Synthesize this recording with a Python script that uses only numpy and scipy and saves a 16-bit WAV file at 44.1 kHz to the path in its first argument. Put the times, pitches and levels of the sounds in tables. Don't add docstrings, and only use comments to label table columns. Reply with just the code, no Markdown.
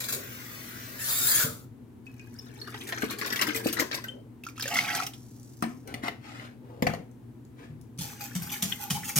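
import sys
import numpy as np
from scipy import signal
from scipy.io import wavfile
from scipy.ndimage import uniform_filter1d

SR = 44100
rng = np.random.default_rng(int(sys.argv[2]) if len(sys.argv) > 2 else 0)


def master_out(mix):
    frames = np.transpose(np.atleast_2d(mix))
    ceiling = np.clip(frames, -1, 1)
    pcm = np.round(ceiling * 32767).astype(np.int16)
    wavfile.write(sys.argv[1], SR, pcm)


N = 405279

# (frequency [Hz], level [dB])
JET_SPECTRUM = [(180, -13), (300, -9.5), (546, -11), (790, -16.5), (1400, -8), (2300, -8), (2930, -15),
                (3350, -8), (4600, -7), (5500, -10), (7100, -5), (8500, -9.5), (12300, -6), (15400, -5),
                (16500, -26)]
# (time [s], level [dB], main bubble [Hz], spray [dB])
BOTTLE_SLAPS = [(2.674, -37, 1604, -47), (2.742, -34, 1886, -55), (2.81, -40, 3200, -53),
                (2.875, -41, 4130, -36), (2.889, -36, 1600, -32.5), (2.923, -27.5, 1790, -47),
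                (2.975, -32, 1720, -57), (3.02, -29.5, 1600, -36), (3.038, -34, 2200, -41),
                (3.099, -35, 3790, -48), (3.107, -31.5, 2310, -30), (3.129, -34, 2400, -45),
                (3.186, -40, 1620, -30.5), (3.2131, -24.5, 2060, -38), (3.223, -34, 2060, -45),
                (3.246, -29, 1450, -45), (3.261, -32.5, 1940, -28.5), (3.304, -29.5, 5200, -39),
                (3.324, -25.5, 1910, -27.5), (3.359, -27, 2200, -27.5), (3.392, -27, 1970, -33),
                (3.4131, -19.5, 2970, -20.5), (3.425, -26, 2330, -32), (3.469, -29, 1830, -29),
                (3.487, -26.5, 2960, -46), (3.505, -32.5, 2090, -47), (3.5469, -29, 1970, -28.5),
                (3.56, -32.5, 2390, -23), (3.647, -36, 4350, -35), (3.668, -28, 2540, -26),
                (3.683, -30.5, 2110, -42), (3.727, -34, 3200, -23.5), (3.77, -27.5, 1900, -48),
                (3.788, -25, 1470, -47), (3.7969, -20, 1990, -22), (3.819, -30, 1016, -43),
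                (3.913, -26.5, 1800, -48), (3.93, -32, 2290, -45), (3.943, -26.5, 1890, -29),
                (3.975, -34, 1940, -47), (4.04, -33, 1490, -41)]
# (time [s], clash [dB], decay [s], pan rocking [dB], rocking pitch [Hz], pan ring [dB])
WHISK_STROKES = [(7.983, -32.5, 0.059, -28.5, 146, -59), (8.347, -29, 0.017, -28, 179, -57),
                 (8.6195, -23.5, 0.019, -29, 187, -52), (8.901, -23.5, 0.017, -25.5, 169.6, -41),
                 (9.157, -20.5, 0.026, -22, 159, -35)]


def shaking():
    vigour = [(2.05, -66), (2.87, -45), (3.4, -43.5), (3.68, -38.5), (4.1, -60.5), (4.25, -84)]
    spectrum = [(120, -46), (200, 10.5), (316, -0.5), (456, -2), (509, -18.5), (933, -16.5), (1350, -14),
                (1700, -8.5), (2000, -13.5), (2400, -17.5), (4200, -21.5), (6280, -21), (11100, -23),
                (13100, -21), (16000, -27)]
    gurgles = [(0.059, 0.069, 0.037, 0.25, -40.5), (1.369, 0.075, 0.019, 0.11, -37.5),
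               (3.897, 0.25, 0.041, 0.11, -48)]
    out = slaps(BOTTLE_SLAPS, spectrum, cycles=6.6, bubble_db=-3, cloud_db=-4, spray_db=-7,
                fizz_db=-11.5, tick_db=-7.5, smack_db=-9, fallback_db=-11.5)
    t, level = follow(vigour)
    add(out, t[0], level * churn(len(t), 299.6, 6110, per_s=1700, crackle_db=2, spectrum=spectrum))
    for row in gurgles:
        t, level = swell(*row)
        add(out, t[0], level * steadied(swarm(len(t), 326, 600, per_s=490, cycles=3, spread_db=3.5)))
    return out


def gulping(closing_db=-5):
    glugs = [(3.033, -18, 281), (3.482, -25, 305), (3.659, -14.5, 300), (3.798, -22, 316),
             (3.817, -24, 340)]
    out = np.zeros(N)
    gulps = [(s, db - 8.5, 324 * rng.uniform(0.704, 1.257)) for s, db, *_ in BOTTLE_SLAPS]
    for s, db, hz in glugs + gulps:
        add(out, s, amp(db) * peaked(bubble(hz, cycles=1.8, rise=0.0049)))
        add(out, s, amp(db + closing_db) * peaked(bubble(hz * 1.49, cycles=1.8, rise=0)))
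    return out


def pouring(stream_db=-4, drum_db=-12):
    flow = [(4.555, -48), (4.61, -51), (4.72, -32), (4.785, -27.5), (4.82, -32.5), (4.97, -33.5),
            (5.04, -35.5), (5.15, -89)]
    spectrum = [(530, -29), (900, -14), (1220, -5), (1340, -6), (1570, -11), (2170, -2), (4010, -9),
                (4570, 2), (8250, -7.5), (12700, -5), (16000, -17.5)]
    splashes = [(4.4368, -35, 2550, -41.5), (4.466, -30, 1314, -44), (4.487, -37, 2360, -42),
                (4.579, -34, 1260, -41), (4.597, -26.5, 1560, -33.5), (4.609, -26, 4940, -44),
                (4.6242, -28, 3740, -24.5), (4.64, -29, 2320, -44), (4.655, -30, 535, -44),
                (4.657, -26, 1730, -40), (4.679, -29, 1520, -26), (4.7436, -32, 1950, -25),
                (4.757, -19.5, 2010, -42), (4.7694, -16.5, 1383, -36), (4.7882, -15, 2100, -30.5),
                (4.842, -29, 1460, -42), (4.889, -22.5, 1550, -43), (4.902, -20.5, 1970, -46),
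                (4.951, -23, 1650, -22), (4.976, -24, 813, -47), (5.001, -22.5, 1300, -50),
                (5.0235, -25.5, 763, -39), (5.066, -32.5, 3100, -26.5), (5.1358, -38, 3280, -43)]
    # (time [s], rise [s], hold [s], fall [s], level [dB])
    plunge = [(4.655, 0.057, 0.28, 0.082, -37.5)]
    foam = [(5.06, 0.084, 0.56, 0.47, -61)]
    foam_spectrum = [(1180, -62), (2000, -25), (3200, -14.5), (5630, 0), (8260, -4), (13800, -6),
                     (16000, -10.5)]
    out = slaps(splashes, spectrum, cycles=5.2, bubble_db=-5.5, cloud_db=-13.5, spray_db=-8,
                fizz_db=-25, tick_db=-3.5, smack_db=-16.5, fallback_db=-16)
    t, level = follow(flow)
    stream = churn(len(t), 1113, 4030, per_s=1200, crackle_db=0, spectrum=spectrum)
    add(out, t[0], amp(stream_db) * level * stream)
    drum_spectrum = [(50, -27), (100, -8), (160, 2.5), (260, 1.5), (500, -9), (1000, -18.5)]
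    drum = colour(rng.standard_normal(len(t)), drum_spectrum)
    add(out, t[0], amp(drum_db) * level * evened(drum))
    t, level = swell(*plunge[0])
    add(out, t[0], level * pan_ring(len(t)) * clumps(len(t), per_s=47, depth_db=5.5))
    t, level = swell(*foam[0])
    add(out, t[0], level * steadied(colour(grit(len(t), per_s=840, spread_db=-2), foam_spectrum)))
    return out


def slaps(rows, spectrum, cycles, bubble_db, cloud_db, spray_db, fizz_db, tick_db, smack_db, fallback_db):
    rise_s, decay_s, smack_s, fallback_s = 0.00063, 0.015, 0.0024, 0.018
    smack_spectrum = [(500, -37), (1500, -2), (3800, 5.5), (6500, -3), (16000, -28)]
    spray_spectrum = [(1500, 0), (5000, 2), (9000, -9), (13000, 5.5), (16000, -5)]
    out, t = np.zeros(N), seconds(.06)
    fade = (1 - np.exp(-t / rise_s)) * np.exp(-(t / decay_s) ** 2)
    for s, db, hz, fine_db in rows:
        smack = colour(rng.standard_normal(len(t)) * np.exp(-t / smack_s), smack_spectrum)
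        add(out, s, amp(fine_db + tick_db) * tick())
        add(out, s, amp(db + smack_db) * peaked(smack))
        for at, gain, pitch in [(s, 1, hz), (s + fallback_s, amp(fallback_db), hz * 0.88)]:
            cloud = colour(fade * swarm(len(t), 524, 6150, per_s=1700, cycles=2.1, spread_db=32.5), spectrum)
            drops = grit(len(t), per_s=1800, spread_db=2.5) * clumps(len(t), per_s=400, depth_db=5)
            spray = colour(fade * drops, spray_spectrum)
            fizz = fade * swarm(len(t), 6500, 15500, per_s=1400, cycles=10, spread_db=16)
            mist = amp(spray_db) * peaked(spray) + amp(fizz_db) * peaked(fizz)
            add(out, at, gain * amp(db + bubble_db) * peaked(bubble(pitch, cycles, rise=0.011)))
            add(out, at, gain * amp(db + cloud_db) * peaked(cloud))
            add(out, at, gain * amp(fine_db) * mist)
    return out


def churn(count, low_hz, high_hz, per_s, crackle_db, spectrum):
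    drops = grit(count, per_s=1200, spread_db=6)
    crackle = colour(drops, [(1000, -13), (3000, -9), (6000, 0), (16000, 0)])
    bubbles = swarm(count, low_hz, high_hz, per_s=per_s, cycles=8, spread_db=18)
    return steadied(colour(bubbles + amp(crackle_db) * crackle, spectrum))


def bubble(hz, cycles, rise):
    t = seconds(6 * cycles / hz)
    age = t * hz / cycles
    return np.sin(2 * np.pi * hz * t * (1 + rise * age)) * np.exp(-age) * (1 - np.exp(-2 * hz * t))


def swarm(length, low_hz, high_hz, per_s, cycles, spread_db):
    out = np.zeros(length)
    draws = np.random.default_rng(rng.integers(2 ** 31)).random((int(per_s * length / SR), 4))
    for at, pitch, size, damping in draws:
        hz = low_hz * (high_hz / low_hz) ** pitch
        ring = bubble(hz, cycles * (.5 + damping), rise=0.018)
        add(out, at * length / SR, hz * amp(spread_db * size ** 2) * ring)
    return evened(out)


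def filling(neck_db=-13, jet_db=-1, hollow_db=-3, upper_width_hz=180, lower_width_hz=380):
    force = [(0.965, -72), (0.995, -39.5), (1.11, -29.5), (1.19, -31.5), (1.27, -28), (1.305, -27),
             (1.425, -25), (1.48, -42), (1.65, -63.5)]
    neck_modes = [(7037, 21, -3), (6900, 40, -9.5), (9600, 47, 7), (11600, 20, 7), (13100, 58, -2)]
    # (time [s], lower [Hz], lower [dB], upper [Hz], upper [dB])
    cavity = [(1.0, 1800, -2, 2500, -9.5), (1.07, 1680, -12.5, 3110, -6), (1.105, 1320, -13.5, 3800, -5.5),
              (1.135, 1310, -18.5, 3630, -3), (1.185, 1350, -20.5, 3870, 1.5), (1.21, 1370, -14, 3660, -4),
              (1.275, 1620, -22.5, 3660, 0), (1.295, 1850, -12, 4330, 2), (1.319, 1750, -5.5, 3330, -3.5),
              (1.36, 1660, -8.5, 3210, -1.5), (1.395, 1640, -8, 3800, -11), (1.47, 1300, -4, 3620, -24)]
    overtones = [(1, -4.5), (2, 1), (3, 3), (4, 1.5)]
    out = np.zeros(N)
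    t, level = follow(force)
    drops = grit(len(t), per_s=16000, spread_db=1.5) * clumps(len(t), per_s=600, depth_db=0)
    s, *tracks = np.transpose(cavity)
    lower, lower_db, upper, upper_db = (np.interp(t, s, track) for track in tracks)
    whistle = evened(sum(amp(db) * sung(drops, k * upper, upper_width_hz * np.sqrt(k))
                         for k, db in overtones))
    hollow = amp(lower_db + hollow_db) * sung(drops, lower, lower_width_hz)
    rasp = evened(colour(drops, JET_SPECTRUM)) + amp(neck_db) * ringing(drops, neck_modes)
    add(out, t[0], amp(jet_db) * level * (rasp + amp(upper_db) * whistle + hollow))
    return out


def tap(spatter_db=-1, whistle_db=-13):
    spectrum = [(150, -10), (250, 4.5), (268, -12.5), (308, -4.5), (460, -7), (597, -8.5), (761, -16),
                (1380, -5.5), (2020, -4.5), (2910, -13.5), (6040, -13.5), (8700, -20), (15200, -10.5),
                (16000, -22.5)]
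    spatters = [(0.002, -30), (0.0383, -32), (0.0852, -28.5), (0.123, -27)]
    out = np.zeros(N)
    t, level = swell(0, rise=0, hold=1.0, fall=0.15, db=-45)
    spray = evened(colour(grit(len(t), per_s=14000, spread_db=3), spectrum))
    whistle = evened(resonate(rng.standard_normal(len(t)), hz=15350, width=220))
    add(out, t[0], level * (spray + amp(whistle_db) * whistle))
    t = seconds(0.15)
    for s, db in spatters:
        burst = colour(grit(len(t), per_s=9100, spread_db=-6), JET_SPECTRUM) * np.exp(-t / 0.03)
        add(out, s, amp(db + spatter_db) * peaked(burst))
    return out


def knocking(thud_swell_s=0.0029, rattle_s=0.048, rattle_db=-18.5):
    # (time [s], thud [dB], thud [Hz], hollow ring [dB], most excited [Hz],
    #          clack [dB], clack [Hz], tick [dB])
    knocks = [(5.624, -15, 250, -28, 930, -24, 1510, -24), (5.636, -25, 232, -31, 720, -34, 1750, -50),
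              (5.875, -39, 245, -59, 715, -47, 2870, -34.5),
              (5.941, -29.5, 255, -39, 715, -31.5, 3460, -30.5),
              (6.035, -26, 252, -42, 715, -40, 2300, -37), (6.0814, -34.5, 410, -33, 720, -26.5, 3100, -38),
              (6.396, -44, 247, -51, 715, -40, 1840, -64), (6.8226, -13.5, 217, -20, 509, -27, 2450, -25),
              (6.868, -19.5, 167, -20, 710, -21, 1980, -38.5), (6.875, -37, 170, -47, 715, -41, 2100, -45),
              (6.9, -38, 200, -36, 715, -33, 1300, -52), (6.936, -28, 170, -29.5, 715, -39.5, 4200, -37),
              (6.948, -41, 202, -41, 715, -39.5, 2400, -40.5)]
    modes = [(503, 4.5, 0.065), (717, 7.5, 0.025), (1005, 6.5, 0.032), (1274, 17, 0.02), (1760, 5.5, 0.046),
             (2034, 13.5, 0.019), (2340, 1, 0.024), (2920, -2.5, 0.019), (4280, -6.5, 0.018)]
    rattle_spectrum = [(500, -18), (2200, 11), (5000, -13), (9000, -13), (16000, -13)]
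    out, t = np.zeros(N), seconds(0.41)
    for s, thud_db, thud_hz, hollow_db, focus_hz, clack_db, clack_hz, tick_db in knocks:
        contact = rng.standard_normal(len(t)) * np.exp(-t / 0.0023)
        thud = t * np.exp(-t / thud_swell_s) * np.sin(2 * np.pi * thud_hz * t)
        hollow = struck(modes[:3], focus_hz, t) * (1 - np.exp(-t / 0.00015))
        rattle = grit(len(t), per_s=1500, spread_db=-0.5) * np.exp(-t / rattle_s)
        clack = (peaked(struck(modes[3:], clack_hz, t))
                 + 0.48 * peaked(resonate(contact, clack_hz, width=740))
                 + amp(rattle_db) * peaked(colour(rattle, rattle_spectrum)))
        crack = colour(contact, [(1000, 10), (3500, 1), (7000, -4), (16000, -48)])
        add(out, s, amp(thud_db - 3) * peaked(thud))
        add(out, s, amp(hollow_db) * peaked(hollow) + amp(clack_db - 1) * peaked(clack))
        add(out, s, amp(hollow_db - 9) * peaked(crack))
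        add(out, s, amp(tick_db - 9) * tick())
    return out


def struck(modes, focus_hz, t, db_per_octave=21):
    return sum(amp(db - db_per_octave * abs(np.log2(hz / focus_hz)) - 60 * t / t60)
               * np.sin(2 * np.pi * (hz * t + rng.random())) for hz, db, t60 in modes)


def rubbing(rub_db=-4):
    rubs = [(5.862, 0.017, 0.039, 0.06, -46.5), (6.011, 0.025, 0.048, 0.016, -32.5),
            (6.163, 0.088, 0.2, 0.15, -43.5), (7.532, 0.059, 0.041, 0.22, -51)]
    rub_spectrum = [(180, -38), (300, 7), (425, -30), (528, -3), (1140, -5), (1340, -4.5), (1900, -4.5),
                    (8360, -25.5), (13500, -31), (16000, -44)]
    scuffs = [(5.801, 0.086, 0.05, 0.32, -42.5), (6.479, 0.2, 0.325, 0.051, -49),
              (7.54, 0.05, 0.044, 0.12, -54)]
    scuff_spectrum = [(200, -8.5), (480, -3), (800, -16.5), (2000, -30), (8000, -47)]
    out = np.zeros(N)
    for row in rubs:
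        t, level = swell(*row)
        friction = colour(grit(len(t), per_s=6800, spread_db=2.5), rub_spectrum)
        add(out, t[0], amp(rub_db) * level * evened(friction))
    for row in scuffs:
        t, level = swell(*row)
        friction = colour(grit(len(t), per_s=2000, spread_db=-1.5), scuff_spectrum)
        add(out, t[0], level * evened(friction))
    return out


def whisking(clash_db=-2, rise_s=0.0049, hold_s=0.0084, pan_hz=824, drag_db=-54):
    # (time [s], rise [s], hold [s], fall [s], level [dB], pan singing [dB])
    sweeps = [(7.999, 0.013, 0.044, 0.15, -50, -49.5), (8.183, 0.03, 0.016, 0.12, -38, -47),
              (8.401, 0.021, 0.017, 0.44, -42.5, -56.5), (8.473, 0.049, 0.026, 0.13, -38, -48.5),
              (8.654, 0.034, 0.022, 0.25, -41, -56), (8.778, 0.028, 0.034, 0.11, -40.5, -42.5),
              (8.933, 0.016, 0.013, 0.12, -36.5, -43.5), (9.006, 0.049, 0.03, 0.16, -36.5, -42)]
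    out, t = np.zeros(N), seconds(0.38)
    for s, db, decay, _, _, ring_db in WHISK_STROKES:
        level = np.minimum(t / rise_s, 1) * np.exp(-np.maximum(t - hold_s, 0) / decay)
        clash = amp(db + clash_db) * wires(len(t), ring_db=-9)
        add(out, s, level * (clash + amp(ring_db) * pan_ring(len(t))))
    for *shape, db, song_db in sweeps:
        t, level = swell(*shape, db=0)
        song = sung(rng.standard_normal(len(t)), pan_hz, width=53)
        add(out, t[0], level * (amp(db) * wires(len(t), ring_db=4.5) + amp(song_db) * song))
    start = WHISK_STROKES[0][0]
    add(out, start, amp(drag_db) * wires(N - round(start * SR), ring_db=-6))
    return out


def wires(count, ring_db, flex=0.045):
    spectrum = [(240, -8), (400, -9.5), (666, -10.5), (814, -14), (1150, -13.5), (2710, -12.5),
                (3100, -4.5), (3930, -10.5), (5870, -4.5), (8200, -8.5), (11500, -10.5), (14100, -10.5),
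                (16000, -22)]
    loops = [(1470, 49, 0), (2430, 47, 7.5), (3040, 43, -1), (3600, 26, -2), (4550, 38, 4), (5900, 52, 2),
             (6350, 71, 4), (7420, 140, -4.5), (8150, 150, -6), (9940, 80, 2), (11100, 97, 3),
             (12700, 150, 7), (13800, 250, 5.5), (14600, 120, -8)]
    slips = grit(count, per_s=3700, spread_db=3) * clumps(count, per_s=280, depth_db=5.5)
    flexed = [(hz * (1 + flex * rng.standard_normal()), width, db) for hz, width, db in loops]
    return evened(evened(colour(slips, spectrum)) + amp(ring_db) * ringing(slips, flexed))


def pan_ring(count):
    modes = [(713, 74, 2.5), (817, 48.4, 0.5), (1123, 54, -5.5), (1320, 110, -1), (1922, 60, 0),
             (2133, 61, -9)]
    blows = grit(count, per_s=1500, spread_db=-1)
    return evened(sum(amp(db) * sung(blows, hz, width) for hz, width, db in modes))


def sloshing(slosh_db=-2, stir_db=-56, swell_s=0.0069, pitch_spread=1.14):
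    sloshes = [(8.094, -46, 1520), (8.127, -42.5, 1060), (8.201, -43.5, 1410), (8.308, -43, 1500),
               (8.464, -42, 1300), (8.491, -38.5, 2920), (8.531, -36, 2360), (8.55, -39, 1890),
               (8.715, -23.5, 3000), (8.72, -35, 1700), (8.965, -38, 980), (9.028, -36.5, 1920),
               (9.088, -35, 2070)]
    out, t = np.zeros(N), seconds(0.064)
    for s, db, hz in sloshes:
        cluster = swarm(len(t), hz / pitch_spread, hz * pitch_spread, per_s=1200, cycles=4.7, spread_db=22)
        add(out, s, amp(db + slosh_db) * peaked(hump(t, swell_s) * cluster))
    start = WHISK_STROKES[0][0]
    stir = swarm(N - round(start * SR), 930, 2790, per_s=500, cycles=8.8, spread_db=2)
    add(out, start, amp(stir_db) * stir)
    return out


def bumps(thump_db=-19, thump_hz=88, rock_lag_s=0.0044, rock_swell_s=0.0084):
    # (time [s], level [dB], pitch [Hz], swell [s])
    pushes = [(1.437, -30, 128, 0.0097), (1.443, -32.5, 240, 0.0083), (7.69, -37.5, 143, 0.016)]
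    out, t = np.zeros(N), seconds(.3)
    rocking = [(s + rock_lag_s, db, hz, rock_swell_s) for s, _, _, db, hz, _ in WHISK_STROKES]
    for s, db, hz, rise in pushes + rocking:
        add(out, s, amp(db) * peaked(hump(t, rise) * np.sin(2 * np.pi * hz * t)))
        add(out, s, amp(db + thump_db) * peaked(bubble(thump_hz, cycles=4.3, rise=0)))
    return out


def dripping(bubble_db=-2, impact_db=-15):
    drips = [(2.066, -44, 2534), (2.195, -40, 2480), (2.388, -37.5, 5310), (2.615, -34, 4314),
             (4.0835, -33.5, 3081)]
    out = np.zeros(N)
    for s, db, hz in drips:
        add(out, s, amp(db + bubble_db) * peaked(bubble(hz, cycles=24, rise=0.0026)))
        add(out, s, amp(db + impact_db) * peaked(bubble(hz * 2.4, cycles=0.66, rise=.01)))
    return out


def ticks(trim_db=-9):
    strays = [(2.341, -43), (5.431, -43.5), (7.1138, -52.5), (7.451, -51), (7.813, -44), (7.977, -42)]
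    out = np.zeros(N)
    for s, db in strays:
        add(out, s, amp(db + trim_db) * tick())
    return out


def tick():
    t = seconds(0.02)
    burst = rng.standard_normal(len(t)) * np.exp(-t / 0.00089)
    return peaked(colour(burst, [(500, -42), (2000, -20), (6000, 7.5), (16000, 0.5)]))


def appliance(rush_db=-49, left_db=2):
    spectrum = [(15, -78.5), (25, -44), (42, -28.5), (82, -12.5), (123, -0.5), (175, -18), (242, -4),
                (463, -22.5), (575, -33), (936, -33.5), (1070, -37), (1160, -39.5), (5140, -56),
                (12200, -54.5), (16000, -56)]
    hum_lines = [(60, -66.5), (120, -54), (241, -59)]
    shared, *sides = rng.standard_normal((3, N))
    side_spectrum = [(100, -8), (250, -6.5), (600, 3.5), (2000, 6.5)]
    rush = np.array([colour(shared + colour(side, side_spectrum), spectrum) for side in sides])
    t = np.arange(N) / SR
    hum = sum(amp(db) * np.sqrt(2) * np.sin(2 * np.pi * (hz * t + rng.random())) for hz, db in hum_lines)
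    return (amp(rush_db) * evened(rush) + hum) * amp([[left_db / 2], [-left_db / 2]])


def kitchen(x, lag_ms, left_db, early_db, tail_db, near_db=-30, hop=4400):
    direct = np.array([x, np.roll(x, round(lag_ms * SR / 1000))])
    padded, window = np.pad(x, (hop, 2 * hop)), signal.windows.cosine(2 * hop)
    wet = np.zeros((2, len(padded)))
    for at in range(0, N + hop, hop):
        piece = padded[at:at + 2 * hop] * window
        if abs(piece).max() > 1e-5:
            echoes = signal.fftconvolve(piece[None], reflections(near_db, early_db, tail_db), axes=1)
            for channel, echo in zip(wet, echoes):
                add(channel, at / SR, echo)
    total = np.sqrt(1 + np.sum(amp([near_db, early_db, tail_db]) ** 2) / 2)
    return (direct + wet[:, hop:hop + N]) * amp([[left_db / 2], [-left_db / 2]]) / total


def reflections(near_db, early_db, tail_db):
    reverb_times = [(150, 0.45), (600, 0.35), (2000, 0.26), (6000, 0.29), (15000, 0.22)]
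    t = seconds(.36)
    taps = rng.standard_normal((2, len(t))) * (rng.random((2, len(t))) < .2)
    hz, frame_s, bands = signal.stft(taps * (1 - np.exp(-t / 0.0046)), SR, nperseg=256)
    decay = amp(-60 * frame_s / read(reverb_times, hz)[:, None])
    tail = signal.istft(bands * decay, SR, nperseg=256)[1][:, :len(t)]
    near = rng.standard_normal(taps.shape) * np.exp(-t / 0.0014)
    early = taps[:, ::-1] * np.exp(-t / 0.0059) * (t > .0007)
    near, early, tail = (amp(db) * part / np.linalg.norm(part, axis=1, keepdims=True)
                         for db, part in [(near_db, near), (early_db, early), (tail_db, tail)])
    echo = signal.lfilter(*signal.butter(1, 800, "high", fs=SR), near + early) + tail
    echo[1] += signal.lfilter(*signal.butter(1, 350, fs=SR), echo[0] - echo[1])
    return echo


def grit(count, per_s, spread_db):
    size = amp(spread_db * np.minimum(rng.exponential(1, count), 3)) * rng.standard_normal(count)
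    return evened(size * (rng.random(count) < per_s / SR))


def clumps(count, per_s, depth_db):
    at = np.arange(count) * per_s / SR
    steps = np.random.default_rng(rng.integers(2 ** 31)).uniform(-1, 1, int(at[-1]) + 2)
    return evened(amp(depth_db * np.interp(at, np.arange(len(steps)), steps)))


def colour(x, spectrum, size=4096):
    hz = abs(np.fft.fftfreq(size, 1 / SR))
    log_gain = np.log(amp(np.maximum(read(spectrum, hz), -100)))
    taps = np.fft.ifft(np.exp(np.conj(signal.hilbert(log_gain)))).real[:size // 2]
    return signal.oaconvolve(x, taps)[:len(x)]


def resonate(x, hz, width):
    turn = np.exp(2j * np.pi * np.cumsum(hz * np.ones(len(x))) / SR)
    pole = np.exp(-np.pi * width / SR)
    return 2 * (turn * signal.lfilter([1 - pole], [1, -pole], x / turn)).real


def ringing(x, peaks):
    return evened(sum(amp(db) * resonate(x, hz, width) for hz, width, db in peaks))


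def sung(x, hz, width):
    return steadied(resonate(resonate(x, hz, width), hz, width))


def follow(rows):
    s, db = np.transpose(rows)
    t = np.arange(max(s[0], 0), s[-1], 1 / SR)
    ends = np.clip(np.minimum(t - t[0], t[-1] - t) / .004, 0, 1)
    return t, ends * amp(np.interp(t, s, db))


def swell(s, rise, hold, fall, db, depth_db=35):
    corners = s + np.cumsum([0, rise, hold, fall])
    return follow(list(zip(corners, [db - depth_db, db, db, db - depth_db])))


def hump(t, rise):
    return t / rise * np.exp(-(t / rise) ** 2 / 2)


def steadied(x):
    return x / np.sqrt(abs(uniform_filter1d(x ** 2, size=2200)) + 1e-9)


def evened(x):
    return x / np.sqrt(np.mean(x ** 2) + 1e-20)


def peaked(x):
    return x / np.sqrt(uniform_filter1d(x ** 2, size=132, mode="constant").max() + 1e-20)


def amp(db):
    return 10 ** (np.asarray(db) / 20)


def seconds(length):
    return np.arange(int(length * SR)) / SR


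def read(points, hz):
    f, value = np.transpose(points)
    return np.interp(np.log(hz + 1), np.log(f + 1), value)


def add(mix, s, sound):
    part = mix[max(round(s * SR), 0):][:len(sound)]
    part += sound[:len(part)]


def scene():
    return (appliance()
            + kitchen(tap(), lag_ms=0.26, left_db=3, early_db=8.5, tail_db=-1.5)
            + kitchen(filling(), lag_ms=0.25, left_db=2.5, early_db=6, tail_db=2.5, near_db=4, hop=2400)
            + kitchen(shaking(), lag_ms=0.45, left_db=3.5, early_db=5.5, tail_db=-3, near_db=0.5)
            + kitchen(gulping(), lag_ms=0.37, left_db=4.5, early_db=6, tail_db=-8)
            + kitchen(dripping(), lag_ms=0.17, left_db=4.5, early_db=5.5, tail_db=-0.5)
            + kitchen(pouring(), lag_ms=0.04, left_db=-0.1, early_db=-1, tail_db=-8, near_db=-9.5)
            + kitchen(knocking() + rubbing(), lag_ms=0.4, left_db=3.5, early_db=3, tail_db=-4.5)
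            + kitchen(ticks(), lag_ms=0.3, left_db=6.5, early_db=-3, tail_db=-3)
            + kitchen(whisking(), lag_ms=0, left_db=0.5, early_db=0, tail_db=1, near_db=4)
            + kitchen(sloshing(), lag_ms=0, left_db=4, early_db=0, tail_db=-12)
            + kitchen(bumps(), lag_ms=0, left_db=1, early_db=-4, tail_db=-2))


def record(dry):
    low_cut_hz, edge_hz = 45, 16050
    trimmed = signal.lfilter(*signal.butter(2, low_cut_hz, "high", fs=SR), dry)
    band_limit = signal.firwin(511, edge_hz, window=("kaiser", 9), fs=SR)
    return signal.oaconvolve(trimmed, band_limit[None], "same")


dry = scene()
out = record(dry)
master_out(out)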